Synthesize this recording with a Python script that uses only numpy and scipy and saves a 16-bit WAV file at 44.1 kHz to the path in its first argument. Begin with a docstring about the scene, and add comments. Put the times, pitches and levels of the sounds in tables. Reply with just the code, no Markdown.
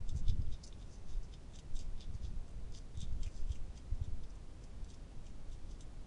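"""Hedgehogs crunching dry pellets

At night, hedgehogs crunch dry pellets on paving near a boxed outdoor camera.
Brittle fracture: each bite is a shower of tiny breaks with some loud cracks, and these impulsive forces
excite a dull and a bright group of resonances. The paving and nearby walls add a short smear.
Turbulence: light wind buffets the microphone port, as filtered noise and single pressure dips.
A steady rumble and hiss, made as noise of a given spectrum, lies underneath."""
import sys
import numpy as np
from scipy import signal
from scipy.fft import rfft, irfft, next_fast_len
from scipy.io import wavfile
from scipy.ndimage import uniform_filter1d

SR = 44100
rng = np.random.default_rng(int(sys.argv[2]) if len(sys.argv) > 2 else 0)


def bounce(signal):
    """Save signal as a 16-bit WAV file at the path given by the first command-line argument."""
    frames = np.transpose(np.atleast_2d(signal))
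    limited = np.clip(frames, -1, 1)
    pcm = np.round(limited * 32767).astype(np.int16)
    wavfile.write(sys.argv[1], SR, pcm)


N = 267246
T = np.arange(N) / SR  # time in seconds


def undb(db):
    """Decibel law: 20 dB is a factor of ten in amplitude."""
    return 10 ** (np.asarray(db) / 20)


def level(x, db):
    """Normalisation: scales a signal to a given rms level in dB."""
    return x * undb(db) / np.sqrt(np.mean(x ** 2))


def random_signs(count):
    """Random polarity: each force pushes or pulls with equal chance."""
    return rng.choice([-1., 1.], count)


def coloured(spectrum):
    """Spectral shaping: white noise weighted by (Hz, relative dB) points, at rms 1."""
    hz, db = np.transpose(spectrum)
    size = next_fast_len(N)
    f = np.maximum(np.fft.rfftfreq(size, 1 / SR), 1)
    gain = undb(np.interp(np.log(f), np.log(hz), db))
    white = rng.standard_normal(size)
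    return level(irfft(rfft(white) * gain, size)[:N], 0)


def walk(rate):
    """Slow random modulation: values held for 1 / rate s, smoothed by two moving averages, at rms 1."""
    hold = int(SR / rate)
    steps = np.repeat(rng.standard_normal(N // hold + 1), hold)
    smooth = uniform_filter1d(uniform_filter1d(steps, hold), hold)
    return level(smooth[:N], 0)


NIGHT_LEVEL_DB = -52
# Spectrum of the steady rumble and hiss.
# Each row: frequency in Hz, relative spectral level in dB.
NIGHT_SPECTRUM = [(12, -27), (20, -6), (46, -4), (1740, -41.5), (6100, -46), (10300, -51.5), (13400, -90.5),
                  (22000, -120)]


def night():
    """Stationary noise: a low rumble and hiss whose level wanders very slightly."""
    return coloured(NIGHT_SPECTRUM) * undb(NIGHT_LEVEL_DB + 0.087 * walk(3))


# The strongest eddies that suck at the port.
# Each row: time of the dip in seconds, peak level in dB, pitch in Hz.
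EDDIES = [(0.015, -34, 65), (0.128, -33.5, 70), (0.154, -28.5, 86), (0.168, -30, 70), (0.296, -21, 61),
          (0.328, -27.5, 85), (0.396, -24.5, 68), (0.49, -31.5, 59.6), (2.103, -34, 61), (2.153, -31.5, 69),
          (2.247, -32, 55), (2.98, -31.5, 75.5), (3.033, -33.5, 112), (3.128, -31.5, 66),
          (3.275, -31, 56.4), (3.508, -27, 57), (3.926, -26.5, 59.5), (4.018, -26.5, 69), (4.083, -31, 69),
          (4.136, -32.5, 55.3)]


def thumps(cycles=0.4):
    """Suction of a vortex: each strong eddy is a dip in pressure between two small rebounds."""
    out = np.zeros(N)
    for s, db, hz in EDDIES:
        turns = (T - s) * hz
        out -= undb(db) * np.cos(2 * np.pi * turns) * np.exp(-(turns / cycles) ** 2)
    return out


GUST_RISE_S, GUST_FALL_S = 0.032, 0.058  # before and after the held part of a gust
# Gusts at the port.
# Each row: start of the held part in seconds, its length in seconds, level of the slow buffeting in dB,
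# level of the quick flutter in dB, both before the random lumps; a level below the calm one has no effect.
GUST_TABLE = [(0.0, 0.079, -34, -78), (0.108, 0.12, -36, -45.5), (0.271, 0.14, -33, -40),
              (0.432, 0.1, -38, -47.5), (1.035, 0.17, -36, -71), (1.702, 0.27, -35, -53.5),
              (2.065, 0.34, -37.5, -49.5), (2.58, 0.15, -36, -51), (2.92, 0.33, -37.5, -48.5),
              (3.344, 0.32, -36.5, -54.5), (3.885, 0.327, -36, -49), (4.69, 0.12, -46.5, -58),
              (5.244, 0.12, -43.5, -66), (5.48, 0.24, -46.5, -54), (5.95, 0.15, -45, -59.5)]


def gusting(column, calm_db):
    """Envelope of unsteady flow: a gust louder than the calm level lifts it by a rise, a hold and a fall."""
    out = np.full(N, float(calm_db))
    for gust in GUST_TABLE:
        start_s, length_s = gust[:2]
        rise = (T - start_s) / GUST_RISE_S + 1
        fall = (start_s + length_s - T) / GUST_FALL_S + 1
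        share = np.clip(np.minimum(rise, fall), 0, 1)
        # a quieter gust leaves the level unchanged
        out = np.maximum(out, calm_db + share * (gust[column] - calm_db))
    return out


def wind():
    """Turbulent pressure: slow buffeting, quicker flutter and rasp swell in the same lumps."""
    # the second argument is the level in dB between gusts
    buffet_db = gusting(2, -49.5)
    flutter_db = gusting(3, -67.5)
    buffet = coloured([(2, -22.5), (8, 8), (28, 0.5), (45, -19.0), (120, -42.5), (20000, -140)])
    flutter = coloured([(2, -57.5), (30, -18.5), (50, 4.5), (100, -11.5), (170, -14), (300, -35.5),
                        (20000, -140)])
    # the strongest gusts tear into finer eddies that reach higher
    rasp = coloured([(2, -61), (90, -14.5), (140, -4.0), (250, -7), (420, -25.5), (20000, -140)])
    rasp_db = 1.545 * flutter_db + 7.0
    swell = buffet * undb(buffet_db) + flutter * undb(flutter_db) + rasp * undb(rasp_db)
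    lumps_db = 2.2 * walk(18)
    return swell * undb(lumps_db) + thumps()


def ring(x, hz, width_hz):
    """Resonance: the same band-pass twice in series gives one peak with steep skirts."""
    b, a = signal.iirpeak(hz, hz / width_hz, fs=SR)
    return signal.lfilter(b, a, signal.lfilter(b, a, x))


def fractures(rate, spread_db):
    """Random point process: breaks at a mean rate per second, most small and a few large, at rms 1."""
    breaks = rng.random(N) < rate / SR
    size = np.minimum(rng.exponential(1, N), 3.0)
    return level(breaks * undb(spread_db * size), 0)


def favour(hz, centre_hz, octaves):
    """Cavity tuning: the mouth's opening favours resonances near one centre."""
    return 0.13 + 0.69 * np.exp(-.5 * (np.log2(hz / centre_hz) / octaves) ** 2)


RISE_SHARE, EDGE_DB = 0.49, 12.5  # part of a bite spent building up; fall in level at its edges
# Jaw closings.
# Each row: time of greatest pressure in seconds, length in ms, relative levels of the dull and the bright
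# crumbling in dB, centres favoured in the dull and the bright group in Hz.
JAW_CLOSINGS = [(0.093, 44, -51, -50.5, 3540, 6200), (0.176, 44, -50, -46, 4060, 6200),
                (0.293, 40, -40, -46, 3630, 5100), (0.418, 18, -62, -58.5, 3630, 4780),
                (0.47, 13, -55, -68, 3650, 5140), (0.539, 59, -48.5, -54.5, 3700, 5400),
                (0.645, 25, -58, -43, 4160, 5460), (0.676, 33, -58, -50, 4050, 6000),
                (0.733, 30, -62, -65, 3800, 5880), (0.812, 79, -54, -61, 3630, 5580),
                (0.93, 100, -69, -55.5, 3510, 5630), (1.097, 70, -57, -55.5, 3580, 5930),
                (1.135, 95, -58, -61, 3590, 5800), (1.237, 33, -74, -58, 3030, 5650),
                (1.339, 47, -49, -57, 3360, 5520), (1.435, 22, -57, -59, 3740, 4790),
                (1.556, 70, -51, -54, 3540, 6100), (1.592, 25, -60, -54, 3320, 6200),
                (1.767, 35, -50, -48, 3600, 6560), (1.802, 70, -48.5, -50.5, 3300, 6050),
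                (1.98, 13, -50, -63, 3720, 4830), (2.021, 62, -47.5, -51.5, 3480, 5050),
                (2.149, 38, -64, -55, 3600, 5670), (2.252, 59, -51, -53.5, 3460, 5460),
                (2.486, 49, -61, -58, 3530, 6750), (2.753, 32, -53, -46, 3270, 5420),
                (2.78, 43, -53.5, -51, 3340, 6020), (3.014, 80, -46, -51, 3530, 6450),
                (3.125, 19, -62, -61, 3500, 5700), (3.238, 47, -44.5, -50.5, 3200, 6160),
                (3.265, 37, -51.5, -53, 2600, 6100), (3.368, 150, -58, -56.5, 3800, 6000),
                (3.518, 70, -49, -53, 3260, 6300), (3.558, 29, -58, -55, 2590, 6330),
                (3.772, 51, -50.5, -56.5, 3170, 6150), (3.951, 19, -70, -57, 3200, 5430),
                (4.043, 50, -53, -57, 3380, 6180), (4.237, 15, -52, -55.5, 3670, 5220),
                (4.305, 19, -70, -59, 4090, 5650), (4.355, 34, -64, -62, 3380, 5800),
                (4.638, 37, -62, -55.5, 3230, 6000), (4.845, 30, -60, -66, 3600, 5850),
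                (4.908, 54, -54, -53.5, 3600, 5830), (4.941, 42, -56, -63, 3660, 5940),
                (5.113, 16, -57, -63, 3120, 5740), (5.268, 60, -56, -58.5, 3080, 6280),
                (5.528, 54, -56, -55, 3350, 6200), (5.719, 67, -56.5, -52, 3380, 5350),
                (5.816, 40, -53, -55, 3530, 6600)]


def pressure(db, centre_hz, hz, octaves):
    """Power summation: the jaw pressure of all bites, each building to a peak and letting go."""
    power = np.zeros(N)
    for k, (s, length_ms) in enumerate(np.array(JAW_CLOSINGS)[:, :2]):
        near = slice(max(int((s - .15) * SR), 0), int((s + .15) * SR))
        t = T[near] - s
        # distance from the peak: 1 at either edge of the bite
        past = 1000 * np.where(t < 0, -t / RISE_SHARE, t / (1 - RISE_SHARE)) / length_ms
        bite = undb(db[k] - EDGE_DB * past) * favour(hz, centre_hz[k], octaves)
        power[near] += bite ** 2
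    return np.sqrt(power)


DEBRIS_MS = 4.4  # decay time constant of the crumbs that keep breaking off after each crack
# The loudest single pellets splitting.
# Each row: time in seconds, relative levels in the dull and the bright group in dB.
PELLET_CRACKS = [(0.0914, -42, -43), (0.1062, -49, -43), (0.163, -48, -42), (0.2816, -31, -34),
                 (0.296, -36, -39), (0.524, -37, -42), (0.5443, -41, -56), (0.637, -54, -32),
                 (0.6669, -58, -35), (0.7263, -34, -52), (0.8263, -43, -56), (0.9306, -62, -46),
                 (1.2312, -65, -44), (1.338, -34, -48), (1.556, -41, -40), (1.588, -33, -35),
                 (1.7547, -42, -41), (1.7652, -38, -42), (1.791, -38, -28.5), (1.811, -48, -44),
                 (1.9987, -40, -60), (2.007, -35, -33), (2.0213, -40, -50), (2.1507, -68, -45),
                 (2.25, -42, -51), (2.7226, -58, -38), (2.7485, -33, -33), (2.771, -48, -39),
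                 (2.9736, -54, -36.5), (3.005, -38, -29.5), (3.017, -44, -33.5), (3.03, -39, -42),
                 (3.231, -35, -32), (3.2646, -57, -42), (3.5201, -40, -37), (3.556, -41, -43),
                 (3.776, -54, -38), (4.2353, -52, -52), (4.6401, -64, -39), (4.8447, -65, -40.5),
                 (4.9436, -48, -38), (5.2674, -43, -50), (5.5246, -58, -46), (5.712, -52, -43),
                 (5.808, -40, -33.5)]


def resound(modes, shower, splinters, column, octaves, splinter_db, debris_db, tear_ms):
    """Modal excitation: crumbling, splinters and cracks drive one group of resonances."""
    bite_s, bite_db, bite_hz = np.array(JAW_CLOSINGS)[:, [0, 2 + column, 4 + column]].T
    crack_s, crack_db = np.array(PELLET_CRACKS)[:, [0, 1 + column]].T
    # a crack takes the mouth shape of the nearest bite
    crack_hz = bite_hz[np.argmin(abs(crack_s[:, None] - bite_s), axis=1)]
    at = (crack_s * SR).astype(int)
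    crack_sign = random_signs(len(at))
    debris_decay = np.exp(-1000 / (DEBRIS_MS * SR))
    out = 0
    for hz, width_hz, db in modes:
        # a crack is a short tearing push, not a single instant
        t = T[:200]
        tear = np.sin(2 * np.pi * hz * t) * np.exp(-1000 * t / tear_ms)
        # no two mouthfuls ring this resonance equally
        uneven_db = bite_db + 2.0 * rng.standard_normal(len(bite_db))
        jaw = pressure(uneven_db, bite_hz, hz, octaves)
        cracks = np.zeros(N)
        cracks[at] = crack_sign * undb(crack_db) * favour(hz, crack_hz, octaves)
        debris = undb(debris_db) * signal.lfilter([1], [1, -debris_decay], abs(cracks))
        crumbling = random_signs(N) * (jaw + debris) * shower
        starts = cracks + undb(splinter_db) * jaw * splinters
        force = crumbling + signal.fftconvolve(starts, tear)[:N]
        out = out + undb(db) * ring(force, hz, width_hz)
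    return out


# The two groups of resonances that the fractures ring.
# Each row: frequency in Hz, width of each of the two band-pass stages in Hz, relative level in dB.
DULL_MODES = [(2410, 1000, 1), (2760, 660, -0.5), (3234, 460, -1.5), (3570, 590, 0.5), (3836, 340, -8)]
BRIGHT_MODES = [(4970, 900, 0.5), (5410, 1300, -7.5), (5890, 1260, -2), (6304, 880, -5), (7360, 710, -1),
                (8100, 360, 2), (9130, 1400, -8.5), (9620, 1700, -2.5)]


def chewing():
    """Common excitation: both groups share the same breaks, then reflections smear the sum."""
    shower = fractures(900, 2.86)
    # larger, rarer breaks at random, weighted by the jaw pressure
    splinters = random_signs(N) * fractures(220, 3.8)
    dull = resound(DULL_MODES, shower, splinters, column=0, octaves=0.13,
                   splinter_db=-18.5, debris_db=-15, tear_ms=0.38)
    bright = resound(BRIGHT_MODES, shower, splinters, column=1, octaves=0.26,
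                     splinter_db=-13.5, debris_db=-19, tear_ms=0.18)
    near = dull + bright
    # the paving and nearby walls return a short smear that falls 60 dB in 55 ms
    t = np.arange(int(.08 * SR)) / SR
    smear = rng.standard_normal(len(t)) * undb(-60 * t / 0.055) * (t > .001)
    smear /= np.linalg.norm(smear)
    return near + undb(-6) * signal.fftconvolve(near, smear)[:N]


def scene():
    """Superposition: the pressures of night, wind and chewing add."""
    return (night() + wind() + chewing())[None]


FADE_IN_S, TOP_HZ = 0.008, 10380


def record(dry):
    """Band limiting: the camera cuts the top steeply."""
    # a short linear fade-in keeps the sound from starting with a click
    faded = dry * np.minimum(T / FADE_IN_S, 1)
    low_pass = signal.ellip(10, .2, 60, TOP_HZ, fs=SR, output="sos")
    return signal.sosfilt(low_pass, faded)


dry = scene()
out = record(dry)
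bounce(out)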